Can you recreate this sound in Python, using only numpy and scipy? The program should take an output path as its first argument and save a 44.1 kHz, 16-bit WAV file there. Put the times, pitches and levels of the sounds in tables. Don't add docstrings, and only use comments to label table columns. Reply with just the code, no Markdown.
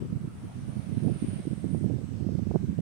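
import sys
import numpy as np
from scipy import signal
from scipy.fft import rfft, irfft, next_fast_len
from scipy.io import wavfile
from scipy.ndimage import uniform_filter1d

SR = 44100
rng = np.random.default_rng(int(sys.argv[2]) if len(sys.argv) > 2 else 0)


def store_pcm(level_fs):
    pcm = np.round(np.clip(level_fs, -1, 1) * 32767).astype(np.int16)
    wavfile.write(sys.argv[1], SR, np.atleast_2d(pcm).T)


N = 123921
TIME = np.arange(N) / SR
FRAME_S = np.arange(N // 256 + 5)[:, None] * 256 / SR
BIN_HZ = np.fft.rfftfreq(1024, 1 / SR)

# pitch_hz, left_db, right_db
WASH_COLOUR = [(20, -7, 5), (42, -4, -5), (93.4, 23, 24.5), (221, 17.5, 18), (324, 6, 0.5), (650, 0, 0),
               (1180, -3.5, -0.5), (1940, -7.5, -5.5), (3280, -9, -10.5), (4120, -13.5, -13),
               (6200, -9.5, -17.5), (6970, -13.5, -22), (7800, -10, -24.5), (8750, -14.5, -9),
               (9800, -21, -18), (11900, -26, -26), (16000, -23, -25)]
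# time_s, boost_db
HISS_BOOST = [(0, -0.5), (.3, -3.5), (.6, 1), (.9, -1), (1.55, -1), (1.9, 1.5), (2.07, 0.5), (2.17, 2),
              (2.25, 0), (2.36, 1.5), (2.6, 1.5), (2.81, 0.5)]
# time_s, left_db, right_db
BREEZE_LEVELS = [(0, -30.5, -47), (.15, -42.5, -36), (.36, -42, -42.5), (.52, -47.5, -49), (.7, -42, -37.5),
                 (.86, -57, -35), (.95, -43, -34.5), (1.08, -43, -26.5), (1.19, -50, -38.5),
                 (1.32, -43, -37.5), (1.44, -50, -39), (1.6, -65, -34), (1.7, -62, -28), (1.86, -60, -23.5),
                 (2, -64, -37), (2.09, -69, -34.5), (2.3, -59, -30.5), (2.55, -55, -33),
                 (2.81, -45.5, -31.5)]
# pitch_hz, level_db
RUMBLE_COLOUR = [(20, -16), (44, -42), (64, -11), (88, 0), (125, 0.5), (200, 0.5), (300, -10.5), (450, -24),
                 (700, -37.5), (1200, -54), (3000, -77)]
# peak_s, length_s, level_db, hard_edge_db, left_minus_right_db
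SWIRLS = [(.027, 0.014, -30.5, -4.5, 12), (0.052, 0.015, -33, -4.5, 11), (.106, 0.011, -28, -16, -18),
          (0.131, 0.01, -22.5, -22, -23), (.16, .01, -24, -15.5, -21), (0.174, 0.0063, -33.5, -6, -16),
          (.22, 0.0063, -28, -22, -28), (0.247, 0.012, -29.5, -11.5, -2), (.279, 0.0092, -31.5, -17, -9),
          (0.442, .022, -30.5, -30, -2), (0.472, .0084, -31.5, -17, -28), (.577, 0.025, -31, -16, -12.5),
          (.625, 0.024, -34, -24, -4.5), (.689, 0.013, -24, -32, -32), (.771, .014, -24.5, -37, -23),
          (.8, 0.014, -27.5, -23, -28), (0.896, 0.013, -30.5, -8, -25), (0.923, 0.019, -26, -29, -15),
          (.947, 0.0087, -29, -11, -22), (.976, 0.0088, -19, -31, -29), (1.035, 0.023, -24, -12.5, -24),
          (1.05, 0.0078, -24.5, -5, -37), (1.067, 0.011, -17, -10, -37), (1.081, 0.0068, -26, -3, -30),
          (1.099, 0.0065, -23.5, -6.5, -28), (1.12, 0.017, -21, -17, -19), (1.161, 0.0067, -25.5, -29, -18),
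          (1.226, 0.0051, -18, -23, -32), (1.245, 0.0052, -22, -10.5, 20), (1.287, 0.018, -25, -14, -16),
          (1.33, 0.019, -26, -15, -13), (1.37, 0.0072, -27.5, -11, -18), (1.396, .014, -30, -8, -4),
          (1.455, 0.0033, -28.5, -3.5, -20), (1.475, 0.0088, -22, -6, -20),
          (1.513, 0.006, -23.5, -5.5, -26), (1.532, 0.0086, -22.5, -7.5, -35),
          (1.579, 0.0083, -28.5, -12.5, -32), (1.646, 0.0069, -21.5, -7.5, -29),
          (1.662, 0.017, -28, -9.5, -26), (1.708, 0.017, -25, -16, -22), (1.75, 0.0081, -21, -6, -30),
          (1.783, 0.02, -26.5, -13, -19), (1.812, 0.0081, -29, -6.5, -24), (1.846, .009, -24.5, -4, -33),
          (1.865, 0.034, -25.5, -17.5, -27), (1.9, 0.01, -29, -12.5, -30), (1.917, 0.015, -22, -9.5, -32),
          (1.937, 0.017, -28, -5.5, -32), (1.961, 0.019, -25.5, -9.5, -29), (1.991, 0.015, -28.5, -9, -25),
          (2.017, 0.0028, -27.5, -8, -25), (2.042, 0.016, -27.5, -28, -34), (2.125, 0.03, -29, -23, -26),
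          (2.209, 0.0093, -26.5, -7, -21), (2.231, 0.0062, -21.5, -16, -34),
          (2.248, 0.0075, -22.5, -9.5, -35), (2.269, 0.0083, -22.5, -11, -28),
          (2.292, 0.0055, -23.5, -10, -30), (2.308, 0.018, -29.5, -17, -28), (2.328, 0.013, -31.5, -4, -28),
          (2.353, 0.0058, -17, -13, -24), (2.388, 0.013, -21, -14.5, -33), (2.427, 0.0075, -21.5, -31, -27),
          (2.472, .0065, -20, -17, -31), (2.514, 0.0086, -19.5, -3.5, -30), (2.547, 0.0066, -23, -1, -36),
          (2.56, 0.013, -16, -6.5, -36), (2.639, 0.019, -24.5, -8.5, -14.5), (2.695, 0.02, -26, -13, -8),
          (2.711, 0.0074, -29.5, -9, -11), (2.73, 0.0062, -24.5, -30, -33),
          (2.788, 0.0069, -19.5, -9.5, -17)]
# pitch_hz, level_db
THUMP_COLOUR = [(20, -25), (42, -37), (62, -14), (88, -5.5), (125, -0.5), (200, -2.5), (300, -13),
                (450, -28.5), (700, -44), (1500, -70), (6000, -125)]
# time_s, peak_db, top_hz
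PRESSURE_JUMPS = [(.128, -31.5, 500), (0.685, -38, 517), (1.046, -32, 660), (1.066, -37, 720),
                  (1.083, -26.5, 720), (1.098, -30, 690), (1.643, -25.5, 557), (1.748, -25, 690),
                  (1.842, -23.5, 560), (1.9, -24, 505), (1.907, -23, 520), (2.245, -35, 530),
                  (2.289, -28, 654), (2.352, -24, 500), (2.392, -28.5, 710), (2.47, -30, 520),
                  (2.513, -20.5, 740), (2.559, -14.5, 730), (2.791, -25, 560)]
# mid_slide_pitch_hz, width_hz, level_db, peak_s, rise_s, fall_s, left_minus_right_db
TIP_WHISTLES = [(8690, 170, -53.3, 1.33, .16, .05, -14), (8670, 190, -62, 1.52, .38, .18, -12),
                (9630, 240, -68, 1.28, .09, .06, -6), (9600, 190, -61.3, 1.75, .16, .085, -17),
                (9650, 230, -76, .85, .4, .3, -7), (8420, 680, -59.7, 1.25, .33, .24, -7),
                (8350, 400, -62.5, .7, .05, .14, -11), (8600, 320, -69.5, .36, .14, .2, -14),
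                (8650, 240, -70, 2.1, .15, .06, 2)]
# pitch_hz, left_db, right_db
SWISH_COLOUR = [(199, 7, 5.5), (645, 13.5, 16.5), (940, 2.5, 2), (1540, -17, 5.5), (2070, 4.5, -3.5),
                (2970, -3, -0.5), (4370, -3.5, -5.5), (6050, -8, -14), (7300, -26, -20), (9770, -23, -1.5),
                (11600, -31, -27), (16000, -33, -34)]
# peak_s, swell_s, level_db, pitch_hz, width_octaves
BLADE_RUSHES = [(0.67, 0.26, -62.5, 690, 1.45), (0.37, 0.15, -66, 1274, 0.19),
                (0.507, 0.021, -57.5, 740, 0.33), (1.234, 0.17, -63, 2200, 0.81),
                (2.3, 0.091, -70, 5100, 0.28)]
# peak_s, swell_s, level_db
GUST_PEAKS = [(1.075, 0.034, -44.5), (1.93, 0.086, -49.5), (2.25, 0.059, -50.5)]


def amp(db):
    return 10 ** (np.asarray(db) / 20)


def unit(x):
    return x / np.sqrt(np.mean(x ** 2) + 1e-30)


def colour(table, hz):
    pitches, *columns = np.transpose(table)
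    return np.array([amp(np.interp(np.log(hz + 1), np.log(pitches), db)) for db in columns])


def hump(pitch_hz, octaves):
    return np.exp(-(np.log2((BIN_HZ + 1) / pitch_hz) / octaves) ** 2)


def band(hz, low_hz, top_hz, low_slope, top_slope):
    return 1 / (1 + (low_hz / hz) ** low_slope) / (1 + (hz / top_hz) ** top_slope)


def pan(left_minus_right_db):
    gains = np.array([[amp(left_minus_right_db)], [1.]])
    return gains / np.linalg.norm(gains)


def wander(rate_hz):
    padded = next_fast_len(N, True)
    hz = np.fft.rfftfreq(padded, 1 / SR)
    keep_slow = np.exp(-(hz / rate_hz) ** 2) * (hz > 0)
    return unit(irfft(rfft(rng.standard_normal(padded)) * keep_slow, padded)[:N])


def flutter(depth_db, rate_hz):
    return amp(depth_db * wander(rate_hz))


def swell(peak_s, rise_s, fall_s):
    return 1 / (1 + .5 * ((TIME - peak_s) / np.where(TIME < peak_s, rise_s, fall_s)) ** 2)


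def airy(gain, patch_db=1.6, likeness=0.036):
    a, b, c, d, patches = rng.standard_normal((5, len(FRAME_S), len(BIN_HZ)))
    patches = uniform_filter1d(patches, size=14, axis=0)
    patches = unit(uniform_filter1d(patches, size=7, axis=1))
    left = a + 1j * b
    right = likeness * left + np.sqrt(1 - likeness ** 2) * (c + 1j * d)
    spectra = np.array([left, right]) * gain * amp(patch_db * patches)
    _, noise = signal.istft(spectra.swapaxes(1, 2), nperseg=1024, noverlap=768)
    return unit(noise[:, :N])


def lumpy_flow(shape):
    flow = rng.standard_normal(N) * flutter(depth_db=3, rate_hz=42)
    return unit(irfft(rfft(flow) * shape, N))


def whistle(pitch_hz, width_hz):
    phase = 2 * np.pi * np.cumsum(pitch_hz * np.ones(N)) / SR
    wobble = flutter(depth_db=2.2, rate_hz=16)
    ports = [unit(wander(width_hz) * np.cos(phase) + wander(width_hz) * np.sin(phase)) for _ in range(2)]
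    return wobble * np.array(ports)


def burst(length_s, shape, size):
    from_middle_s = (np.arange(size) - size // 2) / SR
    window = np.exp(-2 * np.log(2) * (from_middle_s / length_s) ** 2)
    noise = irfft(rfft(window * rng.standard_normal(size)) * shape, size)
    return unit(noise) * np.sqrt(np.mean(window ** 2))


def wash():
    hiss_db = hump(pitch_hz=4680, octaves=0.99) * np.interp(FRAME_S, *np.transpose(HISS_BOOST))
    return amp(-47.5) * airy(colour(WASH_COLOUR, BIN_HZ)[:, None] * amp(hiss_db))


def breeze():
    times, *port_levels = np.transpose(BREEZE_LEVELS)
    shape = colour(RUMBLE_COLOUR, np.fft.rfftfreq(N, 1 / SR))[0]
    return np.array([lumpy_flow(shape) * amp(np.interp(TIME, times, db)) for db in port_levels])


def previous_blade(fade_db_per_s=12):
    return pan(18) * amp(-71.5 - fade_db_per_s * TIME) * whistle(pitch_hz=7950, width_hz=50)


def puffs(size=8192):
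    hz = np.fft.rfftfreq(size, 1 / SR) + 1
    out = np.zeros((2, N + 2 * size))
    dull = colour(THUMP_COLOUR, hz)[0]
    for peak_s, length_s, level_db, edge_db, side_db in SWIRLS:
        top_hz = 401 * 2 ** (0.07 * edge_db)
        hard = band(hz, low_hz=301, top_hz=top_hz, low_slope=6, top_slope=5.44)
        at = round(peak_s * SR)
        for port, gain in enumerate(amp(level_db) * pan(side_db)):
            thump = burst(length_s, dull, size)
            edge = amp(edge_db + 1) * burst(0.76 * length_s, hard, size)
            out[port, at:at + size] += gain * (thump + edge)
    return out[:, size // 2:][:, :N]


def knocks(size=2048):
    hz = np.fft.rfftfreq(size, 1 / SR) + 1
    out = np.zeros((2, N + 2 * size))
    for time_s, peak_db, top_hz in PRESSURE_JUMPS:
        shape = band(hz, low_hz=240, top_hz=top_hz, low_slope=3, top_slope=5.9)
        random_phase = np.exp(2j * np.pi * rng.random())
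        knock = np.roll(irfft(shape * random_phase, size), size // 2)
        at = round(time_s * SR)
        out[1, at:at + size] += amp(peak_db) * knock / abs(knock).max()
    return out[:, size // 2:][:, :N]


def blade_tip(mid_slide_s=1.51, slide_s=.67):
    slide = 1 - .125 * np.tanh((TIME - mid_slide_s) / slide_s)
    out = np.zeros((2, N))
    for pitch_hz, width_hz, level_db, peak_s, rise_s, fall_s, side_db in TIP_WHISTLES:
        level = amp(level_db) * swell(peak_s, rise_s, fall_s) ** 1.15
        out += pan(side_db) * level * whistle(pitch_hz * slide, width_hz)
    return out


def blade_swish():
    level = amp(-53) * flutter(depth_db=0.4, rate_hz=6) * swell(peak_s=1.283, rise_s=.42, fall_s=.27)
    out = level * airy(colour(SWISH_COLOUR, BIN_HZ)[:, None])
    for peak_s, swell_s, level_db, pitch_hz, octaves in BLADE_RUSHES:
        out += amp(level_db) * airy(hump(pitch_hz, octaves)) * swell(peak_s, swell_s, swell_s)
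    return out


def gusts():
    hz = np.fft.rfftfreq(N, 1 / SR) + 1
    flow = lumpy_flow(band(hz, low_hz=323, top_hz=566, low_slope=4, top_slope=4.8))
    level = sum(amp(db) * np.exp(-.5 * ((TIME - peak_s) / swell_s) ** 2)
                for peak_s, swell_s, db in GUST_PEAKS)
    return np.array([np.zeros(N), level * flow])


def scene():
    return wash() + breeze() + previous_blade() + puffs() + knocks() + blade_tip() + blade_swish() + gusts()


def record(dry):
    fade_s, cutoff_hz = .004, 15800
    ends = np.clip(np.minimum(TIME, TIME[-1] - TIME) / fade_s, 0, 1)
    treble_cut = signal.firwin(511, cutoff_hz, window=("kaiser", 9), fs=SR)
    return signal.oaconvolve(dry * ends, treble_cut[None], "same")


dry = scene()
out = record(dry)
store_pcm(out)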